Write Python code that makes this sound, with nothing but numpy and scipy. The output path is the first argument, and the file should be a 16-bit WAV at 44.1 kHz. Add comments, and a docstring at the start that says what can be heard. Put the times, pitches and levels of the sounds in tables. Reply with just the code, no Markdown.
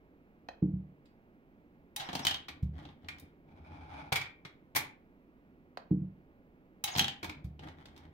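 """Two putts and a ball dispenser

A putter tocks against a ball, which lands on a mat and sets the low modes of a wooden floor booming.
After each putt the putter taps a dispenser's pedal and a ball drops in the plastic housing. The first
time, a rail arm swings down, a ball rolls along it and the arm clatters back up; the second time, the
arm swings down and the waiting balls shuffle. Impacts excite damped modes, rubbing and rolling are
trains of tiny impacts, and a small, fairly live room reverberates over the murmur of its air."""
import sys
import numpy as np
from scipy import signal
from scipy.fft import rfft, irfft
from scipy.io import wavfile
from scipy.ndimage import uniform_filter1d

SR = 44100
rng = np.random.default_rng(int(sys.argv[2]) if len(sys.argv) > 2 else 0)


def wav_out(sig):
    """Save sig, one row per channel (or a flat mono array), as 16-bit PCM at SR to the path in sys.argv[1]."""
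    wavfile.write(sys.argv[1], SR, np.round(np.clip(np.atleast_2d(sig).T, -1, 1) * 32767).astype(np.int16))


N = 358533

# putter on ball; an off-centre stroke rings more: t/s, level/dB, ring/dB
PUTTS = [(.486, -39, 9.5), (5.7719, -37, -2)]
# putted ball on the mat: t/s, level/dB, hop time/s, loss per hop/dB
BALL_LANDINGS = [(.621, -25, .112, 8), (5.908, -24.5, .106, 12)]
# putter on pedal: t/s, level/dB
PEDAL_TAPS = [(1.9621, -34), (6.8391, -28)]
# pivot squeaks: t/s, duration/s, start f/Hz, end f/Hz, level/dB
SQUEAKS = [(2.022, 0.076, 5600, 5230, -63.5), (2.213, 0.072, 5580, 5397, -52),
           (6.903, 0.041, 6600, 6660, -52.5), (6.933, 0.023, 6000, 5070, -49)]
# tipping rocker on housing: t/s, level/dB, treble/dB, bass/dB
ROCKER_KNOCKS = [(2.088, -38, -22.5, 14.5), (2.130, -38, -6, 14), (2.1514, -32, -4.5, 8.5),
                 (2.192, -38.5, -4, 15), (2.279, -35.5, -1.5, 2), (6.952, -35.5, -12, 8),
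                 (6.961, -32, -13, 8.5), (6.974, -36, 9, 9.5), (7.009, -32, -1, 14)]
# released ball in the housing: t/s, level/dB, lead of the graze/s, first bounce time/s
BALL_DROPS = [(2.2686, -21.5, .0186, .042), (6.994, -20, .0118, .049)]
# the rail unfolds, takes the ball and folds up: t/s, level/dB, treble/dB, bass/dB, chatter T60/s
RAIL_CLACKS = [(2.4834, -41.5, -8.5, -5.5, .055), (3.085, -38.5, -6, -14, 0.027),
               (4.1205, -30, -16, 7, .03), (4.124, -26.5, 0.5, 1, 0.041), (4.4497, -44.5, -11, 1, .045),
               (4.7499, -35.5, 5, 1.5, .04), (4.758, -26.5, 12, -1.5, .075), (4.765, -28, 5.5, -3.5, .025),
               (7.229, -38.5, -5.5, 6.5, .05), (7.243, -38.5, 0.5, 9.5, .05),
               (7.2947, -39.5, -7.5, -1, 0.029)]
# the rail arm falls to the mat: swing t/s, rumble level/dB, landing t/s, landing level/dB
ARM_DROPS = [(2.48, -56, 2.625, -29), (7.25, -49.5, 7.442, -37.5)]
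# waiting balls slide forward: t/s, duration/s, level/dB
QUEUE_SHUFFLES = [(2.73, 0.12, -58.5), (3.01, .24, -67.5), (7.6, 0.076, -56), (7.76, 0.32, -67.5)]
# waiting balls collide: t/s, level/dB, treble/dB
QUEUE_CLICKS = [(2.7949, -59, -25), (2.852, -47, -20), (2.8885, -50.5, -29), (3.045, -53.5, -28),
                (3.184, -57, -1), (3.197, -53.5, 23), (7.593, -49, -17), (7.685, -50.5, -15),
                (7.856, -51.5, -5), (7.963, -57.5, -6), (7.976, -58, 0)]

# normal modes of each struck object: f/Hz, level/dB, T60/s
PUTTER_MODES = [(540, -8, .05), (720, -10, .04), (830, -9, .04), (1560, -12, .03), (1870, -7, .03),
                (2540, -11, .04), (3150, -13, .035), (4100, -16, .05), (6400, -27, .05)]
BOARD_MODES = [(71, -11, .32), (96, -13, .22), (120, -8, .22), (148, -1, .33), (186, 1, .34),
               (214, -7, .22), (250, -8, .22), (296, 0, .2), (318, 2, .25), (365, -7, .2), (455, -10, .17),
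               (530, -13, .18), (720, -4, .07), (850, 2, .06)]
SMALL_METAL_MODES = [(2550, -8, .15), (2900, -12, .1), (4050, -13, .08), (4800, -2, .15), (7600, -7, .06)]
PEDAL_MODES = [(790, -11, 0.21), (843, -12.5, 0.23), (2175, -11.5, 0.15), (3050, -5.5, 0.064),
               (3700, -2.5, 0.072), (3950, -3, 0.064), (6140, -12.5, 0.056), (9700, -8.5, 0.036)]
HOUSING_MODES = [(790, -18, .1), (2760, -21, .1), (2930, -14, .04), (3045, -9, .07), (3140, -11, .05),
                 (3250, -10, .055), (3420, -12, .04), (3760, -12, .05), (4120, -15, .04), (6320, -20, .05),
                 (6950, -20, .04)]
RAIL_MODES = [(900, -25, .1), (1405, -25, .12), (1879, -22, .15), (2130, -16, .1), (2288, -14, .17),
              (2345, -15, .08), (2398, -13, .13), (2450, -17, .06), (3200, -19, .06), (3480, -15, .07),
              (5300, -23, .07), (7180, -25, .06), (9450, -27, .08)]
BALL_MODES = [(1400, -16, .04), (2300, -16, .05), (3050, -15, .05), (3700, -9, .1), (4150, -13, .05),
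              (5000, -17, .09), (9600, -26, .1)]
# spectral envelopes of the dense, short-lived modes: f/Hz, level/dB
PUTTER_BODY = [(100, -14), (300, -4.5), (700, 6.5), (1300, -2), (1900, -6.5), (2900, -15.5), (3600, -12.5),
               (4200, -9), (6000, -26.5), (9000, -36.5), (16000, -37.5)]
PLASTIC_BODY = [(40, -13), (80, -1.5), (150, 1), (300, -5), (480, -10.5), (800, 2.5), (1100, -5),
                (2400, -4.5), (3300, 0.5), (4800, -4), (7000, -9.5), (8500, -12.5), (11000, -17.5),
                (14000, -13), (16000, -16.5)]
RAIL_BODY = [(40, -14.5), (90, 0), (150, 6.5), (220, 0), (310, 2), (480, -4.5), (850, 2.5), (1900, -1),
             (2350, 6.5), (2750, -6), (3400, 1), (5000, -6), (8000, -14), (12300, -17.5), (13200, -7.5),
             (14200, -20), (16000, -17.5)]
# responses of rubbed plastic, the floor and the rail under a rolling ball: f/Hz, gain/dB
RUB_RESPONSE = [(100, -6.5), (550, -1.5), (800, 11.5), (1000, 4), (1600, 2.5), (2200, 3), (2700, -10.5),
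                (3200, 0), (3900, -9), (4700, -12.5), (6200, -20), (8000, -25), (16000, -30.5)]
FLOOR_RESPONSE = [(30, -20), (60, -0.5), (85, 11.5), (115, -14), (152, 6), (200, -11), (290, 1),
                  (400, -17.5), (800, -14), (2000, -104)]
ROLL_RESPONSE = [(200, -12.5), (550, -1.5), (850, 12.5), (1100, -0.5), (1400, 3), (1950, -9), (2350, 4.5),
                 (2750, -14), (3500, -8.5), (4300, -18), (5000, -17), (7800, -34.5), (9400, -28),
                 (11000, -40.5)]
# background noise of the air: f/Hz, relative spectral density/dB
AIR_SPECTRUM = [(25, -10), (45, -6), (75, -8), (115, -12.5), (160, -6.5), (260, -3.5), (400, -10.5),
                (560, -15), (1160, -25), (2350, -29), (3500, -42), (6000, -51.5), (9000, -58), (14000, -47)]
# reverberation time of the room: f/Hz, T60/s
ROOM_T60 = [(100, .5), (300, 0.4), (1000, 0.34), (2500, 0.33), (5000, 0.22), (9000, 0.19), (15000, 0.14)]
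# left-right coherence of the air and of the other sounds: f/Hz, coherence/1
AIR_COHERENCE = [(30, 0.48), (180, 1), (550, 0.93), (1650, 0.86), (5000, 0.052), (15000, .2)]
COHERENCE = [(100, 1), (300, 1), (600, 0.29), (1100, 0.33), (3000, 0.24), (15000, 0.067)]

RESTITUTION = 0.78  # of a ball on plastic


def amp(db):
    return 10 ** (np.asarray(db) / 20)


def unit_rms(x):
    return x / np.sqrt(np.mean(x ** 2) + 1e-20)


def curve_at(points, hz):
    """Interpolation on a logarithmic frequency axis."""
    f, value = np.transpose(points)
    return np.interp(np.log(hz + 1), np.log(f + 1), value)


def add(mix, s, sound):
    """Superposition of a sound that starts at time s."""
    part = mix[:, round(s * SR):][:, :sound.shape[-1]]
    part += sound[..., :part.shape[1]]


def filtered(x, *responses, size=4096):
    """Minimum-phase filtering: responses in cascade add in dB."""
    hz = abs(np.fft.fftfreq(size, 1 / SR))
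    log_gain = np.log(amp(sum(curve_at(response, hz) for response in responses)))
    taps = np.fft.ifft(np.exp(np.conj(signal.hilbert(log_gain)))).real
    return signal.oaconvolve(x, taps[None], axes=1)[:, :x.shape[1]]


def cohered(x, coherence):
    """Partial coherence: two nearby points in a sound field agree best at long wavelengths."""
    spectra, hz = rfft(x), np.fft.rfftfreq(x.shape[1], 1 / SR)
    angle = np.arccos(np.clip(curve_at(coherence, hz), -1, 1)) / 2
    mid, side = spectra[0] * np.cos(angle), spectra[1] * np.sin(angle)
    return irfft([mid + side, mid - side], x.shape[1])


def impacts(times, levels_db, body, modes, treble_db, bass_db, chatter_t60, ring_db,
            crack_db, crack_t60, rise_s, size=16384):
    """Impulse response: dense modes merge into a crack and a chatter, while isolated modes ring."""
    out, t = np.zeros((2, N)), np.arange(size) / SR
    attack = round(.005 * SR)  # a blow's level is its rms over this span
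    onset = 1 - np.exp(-t / rise_s)
    events = np.broadcast(times, levels_db, treble_db, bass_db, chatter_t60, ring_db)
    for s, db, treble, bass, chatter, ring in events:
        envelope = (amp(-60 * t / chatter) + amp(crack_db - 60 * t / crack_t60)) * onset
        dense = filtered(cohered(rng.standard_normal((2, size)), COHERENCE) * envelope, body)
        dense /= np.sqrt(np.mean(dense[:, :attack] ** 2))
        detune = 1 + .003 * rng.standard_normal(len(modes))  # the point of contact varies
        rings = sum(amp(level - 60 * t / t60) * np.sin(2 * np.pi * (hz * shift * t + rng.random((2, 1))))
                    for (hz, level, t60), shift in zip(modes, detune))
        ring_gain = amp(ring - .85 * bass)  # heavy blows thud, light ones ring
        treble_shelf = [(3500, 0), (12000, treble)]
        bass_hump = [(120, 0.66 * bass), (280, bass), (1500, 0)]
        hit = filtered(dense + ring_gain * rings * onset, treble_shelf, bass_hump)
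        add(out, s, amp(db) * hit / np.sqrt(np.mean(hit[:, :attack] ** 2)))
    return out


def contact_noise(gain, response, per_s, spread_db, lurch_db, lurch_hz=22):
    """Shot noise: tiny random impacts drive a body while the contact pressure slowly fluctuates."""
    contacts = rng.random(N) < per_s / SR
    strength = amp(spread_db * np.minimum(rng.exponential(1, N), 4))
    slow_band = np.fft.rfftfreq(N, 1 / SR) < lurch_hz
    lurch = unit_rms(irfft(rfft(rng.standard_normal(N)) * slow_band, N))
    force = contacts * strength * amp(lurch_db * np.tanh(lurch)) * rng.standard_normal((2, N))
    return gain * unit_rms(filtered(cohered(force, COHERENCE), response))


def sustained(rows, attack_s, release_t60):
    """Linear rise, hold and exponential decay for rows of t/s, duration/s, level/dB."""
    t = np.arange(N) / SR
    return sum(np.clip((t - s) / attack_s, 0, 1)
               * amp(db - 60 * np.maximum(t - s - length, 0) / release_t60) for s, length, db in rows)


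def bounces(s, gap_s, restitution, count):
    """Inelastic bouncing: flight times shrink geometrically. Gives each contact's index and time."""
    k = np.arange(count)[:, None]
    flight = restitution ** k
    return k, s + gap_s * (np.cumsum(flight, axis=0) - flight)


def room(x, wet_db, build_s=0.002, reflections_per_s=4000, size=32768):
    """Reverberation: sparse reflections build up quickly and are absorbed sooner in the treble."""
    signs = rng.choice([-1., 1.], (2, size))
    reflections = cohered(signs * (rng.random((2, size)) < reflections_per_s / SR), COHERENCE)
    hz, t, spectra = signal.stft(reflections, SR, nperseg=256)
    decay = amp(-60 * t / curve_at(ROOM_T60, hz)[:, None])
    tail = signal.istft(spectra * decay, SR)[1][:, :size]
    tail *= 1 - np.exp(-(np.arange(size) / SR / build_s) ** 2)
    tail /= np.linalg.norm(tail, axis=1, keepdims=True)
    return x + amp(wet_db) * signal.fftconvolve(x, tail, axes=1)[:, :N]


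def placed(x, left_db, left_lead_ms):
    """Localisation by differences of level and arrival time between left and right."""
    lead = np.exp(2j * np.pi * np.fft.rfftfreq(N, 1 / SR) * left_lead_ms / 1000)
    return np.array([irfft(rfft(x[0]) * lead, N), x[1]]) * amp([[left_db / 2], [-left_db / 2]])


def air(level_db=-62):
    """Stationary noise: the low murmur of the room's air."""
    noise = cohered(rng.standard_normal((2, N)), AIR_COHERENCE)
    return amp(level_db) * unit_rms(filtered(noise, AIR_SPECTRUM))


def putter():
    """Heavy damping: the modes struck by putter on ball die quickly, in a woody tock."""
    s, db, ring_db = np.transpose(PUTTS)
    return impacts(s, db, PUTTER_BODY, PUTTER_MODES, treble_db=1, bass_db=1.5, chatter_t60=.021,
                   ring_db=ring_db, crack_db=-3.5, crack_t60=.015, rise_s=.0011)


def board_booms(times, levels_db, corners_hz, rise_s=0.0013, size=32768):
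    """Cushioned impact: the mat low-passes the force, so only the low modes of the boards respond."""
    out, t = np.zeros((2, N)), np.arange(size) / SR
    attack = round(.025 * SR)
    onset = 1 - np.exp(-t / rise_s)
    for s, db, corner_hz in np.broadcast(times, levels_db, corners_hz):
        boom = np.zeros(size)
        for k, (hz, level, t60) in enumerate(BOARD_MODES):
            excitation = (-1) ** (k // 2) / (1 + (hz / corner_hz) ** 4)
            boom += excitation * amp(level - 60 * t / t60) * np.sin(2 * np.pi * hz * t) * onset
        add(out, s, amp(db) * boom / np.sqrt(np.mean(boom[:attack] ** 2)))
    # boards radiate poorly below their lowest mode
    return signal.sosfilt(signal.butter(2, 48, "high", fs=SR, output="sos"), out)


def ball_landings(corner_hz=350, softening=0.5):
    """A softer blow excites fewer modes: the ball booms on the floor, then hops once, more dully."""
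    s, db, hop_s, loss_db = np.transpose(BALL_LANDINGS)
    hop = np.arange(2)[:, None]
    return board_booms(s + hop_s * hop, db - loss_db * hop, corner_hz * softening ** hop)


def cover_pat(level_db=-51.5):
    """Contact sound: the ball's cover pats the mat faintly as it first lands."""
    times = [landing[0] for landing in BALL_LANDINGS]
    return impacts(times, level_db, PUTTER_BODY, PUTTER_MODES, treble_db=-20.5, bass_db=18,
                   chatter_t60=.04, ring_db=-1, crack_db=-4, crack_t60=.015, rise_s=.002)


def far_tick(s=1.055, level_db=-70):
    """Free vibration after one small, distant impact."""
    return impacts(s, level_db, PLASTIC_BODY, SMALL_METAL_MODES, treble_db=-5, bass_db=0,
                   chatter_t60=.055, ring_db=0, crack_db=-6, crack_t60=.01, rise_s=.0015)


def pedal(linkage_lag_s=.035, linkage_db=-40.5, rub_db=-50.5):
    """Impact, then sliding friction: a tap, a rattle of the linkage and a rub until the ball drops."""
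    s, db = np.transpose(PEDAL_TAPS)
    tap = impacts(s, db, PLASTIC_BODY, PEDAL_MODES, treble_db=9.5, bass_db=-12,
                  chatter_t60=.021, ring_db=-5.5, crack_db=-5, crack_t60=.01, rise_s=.004)
    linkage = impacts(s + linkage_lag_s, linkage_db, PLASTIC_BODY, PEDAL_MODES, treble_db=-10.5,
                      bass_db=-6.5, chatter_t60=.13, ring_db=-1.5,
                      crack_db=-3.5, crack_t60=.012, rise_s=.004)
    strokes = [(tap_s, drop[0] - tap_s, rub_db) for tap_s, drop in zip(s, BALL_DROPS)]
    rub_gain = sustained(strokes, attack_s=.02, release_t60=.45)
    return tap + linkage + contact_noise(rub_gain, RUB_RESPONSE, per_s=2800, spread_db=.2, lurch_db=1)


def pivot_squeaks(waver=0.04):
    """Stick-slip oscillation: the pivot gives short whistles of unsteady pitch."""
    out = np.zeros((2, N))
    for s, length, start_hz, end_hz, db in SQUEAKS:
        count = int(length * SR)
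        wobble = unit_rms(uniform_filter1d(rng.standard_normal(SR), size=40))[:count]
        hz = np.linspace(start_hz, end_hz, count) * (1 + waver * wobble)
        whistle = np.sin(2 * np.pi * np.cumsum(hz) / SR) * np.hanning(count)
        add(out, s, amp(db) * unit_rms(whistle))
    return out


def rocker():
    """Damped shell vibration: the tipping rocker knocks dully on the housing."""
    s, db, treble_db, bass_db = np.transpose(ROCKER_KNOCKS)
    return impacts(s, db, PLASTIC_BODY, HOUSING_MODES, treble_db, bass_db,
                   chatter_t60=.046, ring_db=-4, crack_db=1.5, crack_t60=.006, rise_s=.0018)


def dropping_ball():
    """Inelastic collision: a ball grazes the rocker, clacks in the housing and rebounds twice, duller."""
    s, db, lead_s, bounce_s = np.transpose(BALL_DROPS)
    graze = impacts(s - lead_s, db - 7, PLASTIC_BODY, HOUSING_MODES, treble_db=0, bass_db=-.5,
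                    chatter_t60=.024, ring_db=1, crack_db=2, crack_t60=.0049, rise_s=.0024)
    k, times = bounces(s, bounce_s, RESTITUTION, count=3)
    loss = k ** 0.38  # in units of the first rebound's loss
    clacks = impacts(times, db - 9.5 * loss, PLASTIC_BODY, HOUSING_MODES, treble_db=-1.5 - 6 * loss,
                     bass_db=-10, chatter_t60=.011, ring_db=0, crack_db=2, crack_t60=.0044, rise_s=.0018)
    return graze + clacks


def floor_rumble(speed, shuffle, swing_s=.051, full_speed_db=-51.5):
    """Structure-borne sound: the floor carries the arm's swing, the queue's shuffle and the roll."""
    swing = sustained([(s, swing_s, db) for s, db, _, _ in ARM_DROPS], attack_s=.014, release_t60=1)
    gain = swing + amp(9.5) * shuffle + amp(full_speed_db) * speed ** .45
    return contact_noise(gain, FLOOR_RESPONSE, per_s=800, spread_db=2, lurch_db=1.5)


def rail_arm(shiver_db=-64.5):
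    """Impulsive excitation of the rail's modes: the arm clacks at its joints and shivers as it lands."""
    s, db, treble_db, bass_db, chatter_t60 = np.transpose(RAIL_CLACKS)
    clacks = impacts(s, db, RAIL_BODY, RAIL_MODES, treble_db, bass_db, chatter_t60,
                     ring_db=-1.5, crack_db=-10, crack_t60=.0069, rise_s=.0024)
    landing_s = [drop[2] for drop in ARM_DROPS]
    shiver = impacts(landing_s, shiver_db, RAIL_BODY, RAIL_MODES, treble_db=7.5, bass_db=7,
                     chatter_t60=.08, ring_db=-8, crack_db=-10.5, crack_t60=.01, rise_s=.004)
    return clacks + shiver


def arm_landings(corner_hz=92):
    """A very soft impact: the arm meets the mat and excites the lowest modes of the boards."""
    _, _, s, db = np.transpose(ARM_DROPS)
    return board_booms(s, db, corner_hz)


def ball_queue(shuffle):
    """Friction and collision: waiting balls scrape and click; the duller the click, the heavier."""
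    s, db, treble_db = np.transpose(QUEUE_CLICKS)
    clicks = impacts(s, db, PLASTIC_BODY, BALL_MODES, treble_db, bass_db=3.5 - .52 * treble_db,
                     chatter_t60=.039, ring_db=6, crack_db=7, crack_t60=.02, rise_s=.0013)
    return clicks + contact_noise(shuffle, RUB_RESPONSE, per_s=900, spread_db=.5, lurch_db=5)


def roll_speed(start_s=3.39, end_s=4.07, stop_s=.04):
    """Uniform acceleration along the rail, then a quick stop; speed runs from 0 to 1."""
    return np.interp(np.arange(N) / SR, [start_s, end_s, end_s + stop_s], [0, 1, 0])


def rolling_ball(speed, full_speed_db=-51.5):
    """Rolling noise: a wobbling ball's dimples patter on the rail, growing as a power of its speed."""
    gain = amp(full_speed_db) * speed ** 1.35
    return contact_noise(gain, ROLL_RESPONSE, per_s=2400, spread_db=1.6, lurch_db=5, lurch_hz=16)


def settling_ball(s=4.1565, gap_s=.056, level_db=-28.5):
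    """Energy loss at each bounce: the ball rattles to rest in the ring at the end of the rail."""
    k, times = bounces(s, gap_s, RESTITUTION, count=3)
    return impacts(times, level_db - 11 * k, RAIL_BODY, RAIL_MODES, treble_db=-.5 - 7.5 * k, bass_db=-12,
                   chatter_t60=.063, ring_db=-.5, crack_db=-9, crack_t60=.01, rise_s=.0022)


def scene():
    """Superposition of dispenser, putter, floor and air in one room."""
    speed = roll_speed()
    shuffle = sustained(QUEUE_SHUFFLES, attack_s=.033, release_t60=.32)
    mechanism = (pedal() + rocker() + dropping_ball() + rail_arm() + settling_ball()
                 + ball_queue(shuffle) + rolling_ball(speed) + pivot_squeaks())
    dispenser = room(mechanism, wet_db=-5) + floor_rumble(speed, shuffle)
    putting = room(putter() + cover_pat(), wet_db=-9.5) + room(far_tick(), wet_db=-1)
    floor = room(ball_landings() + arm_landings(), wet_db=-14)
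    return (placed(dispenser, left_db=0, left_lead_ms=.32)
            + placed(putting, left_db=-1.5, left_lead_ms=-.37)
            + placed(floor, left_db=-1, left_lead_ms=-.16)
            + placed(air(), left_db=-2.5, left_lead_ms=.25))


def record(dry, cutoff_hz=15900):
    """Band limiting by a steep, linear-phase low-pass filter."""
    taps = signal.firwin(511, cutoff_hz, window=("kaiser", 9), fs=SR)
    return signal.oaconvolve(dry, taps[None], "same")


dry = scene()
out = record(dry)
wav_out(out)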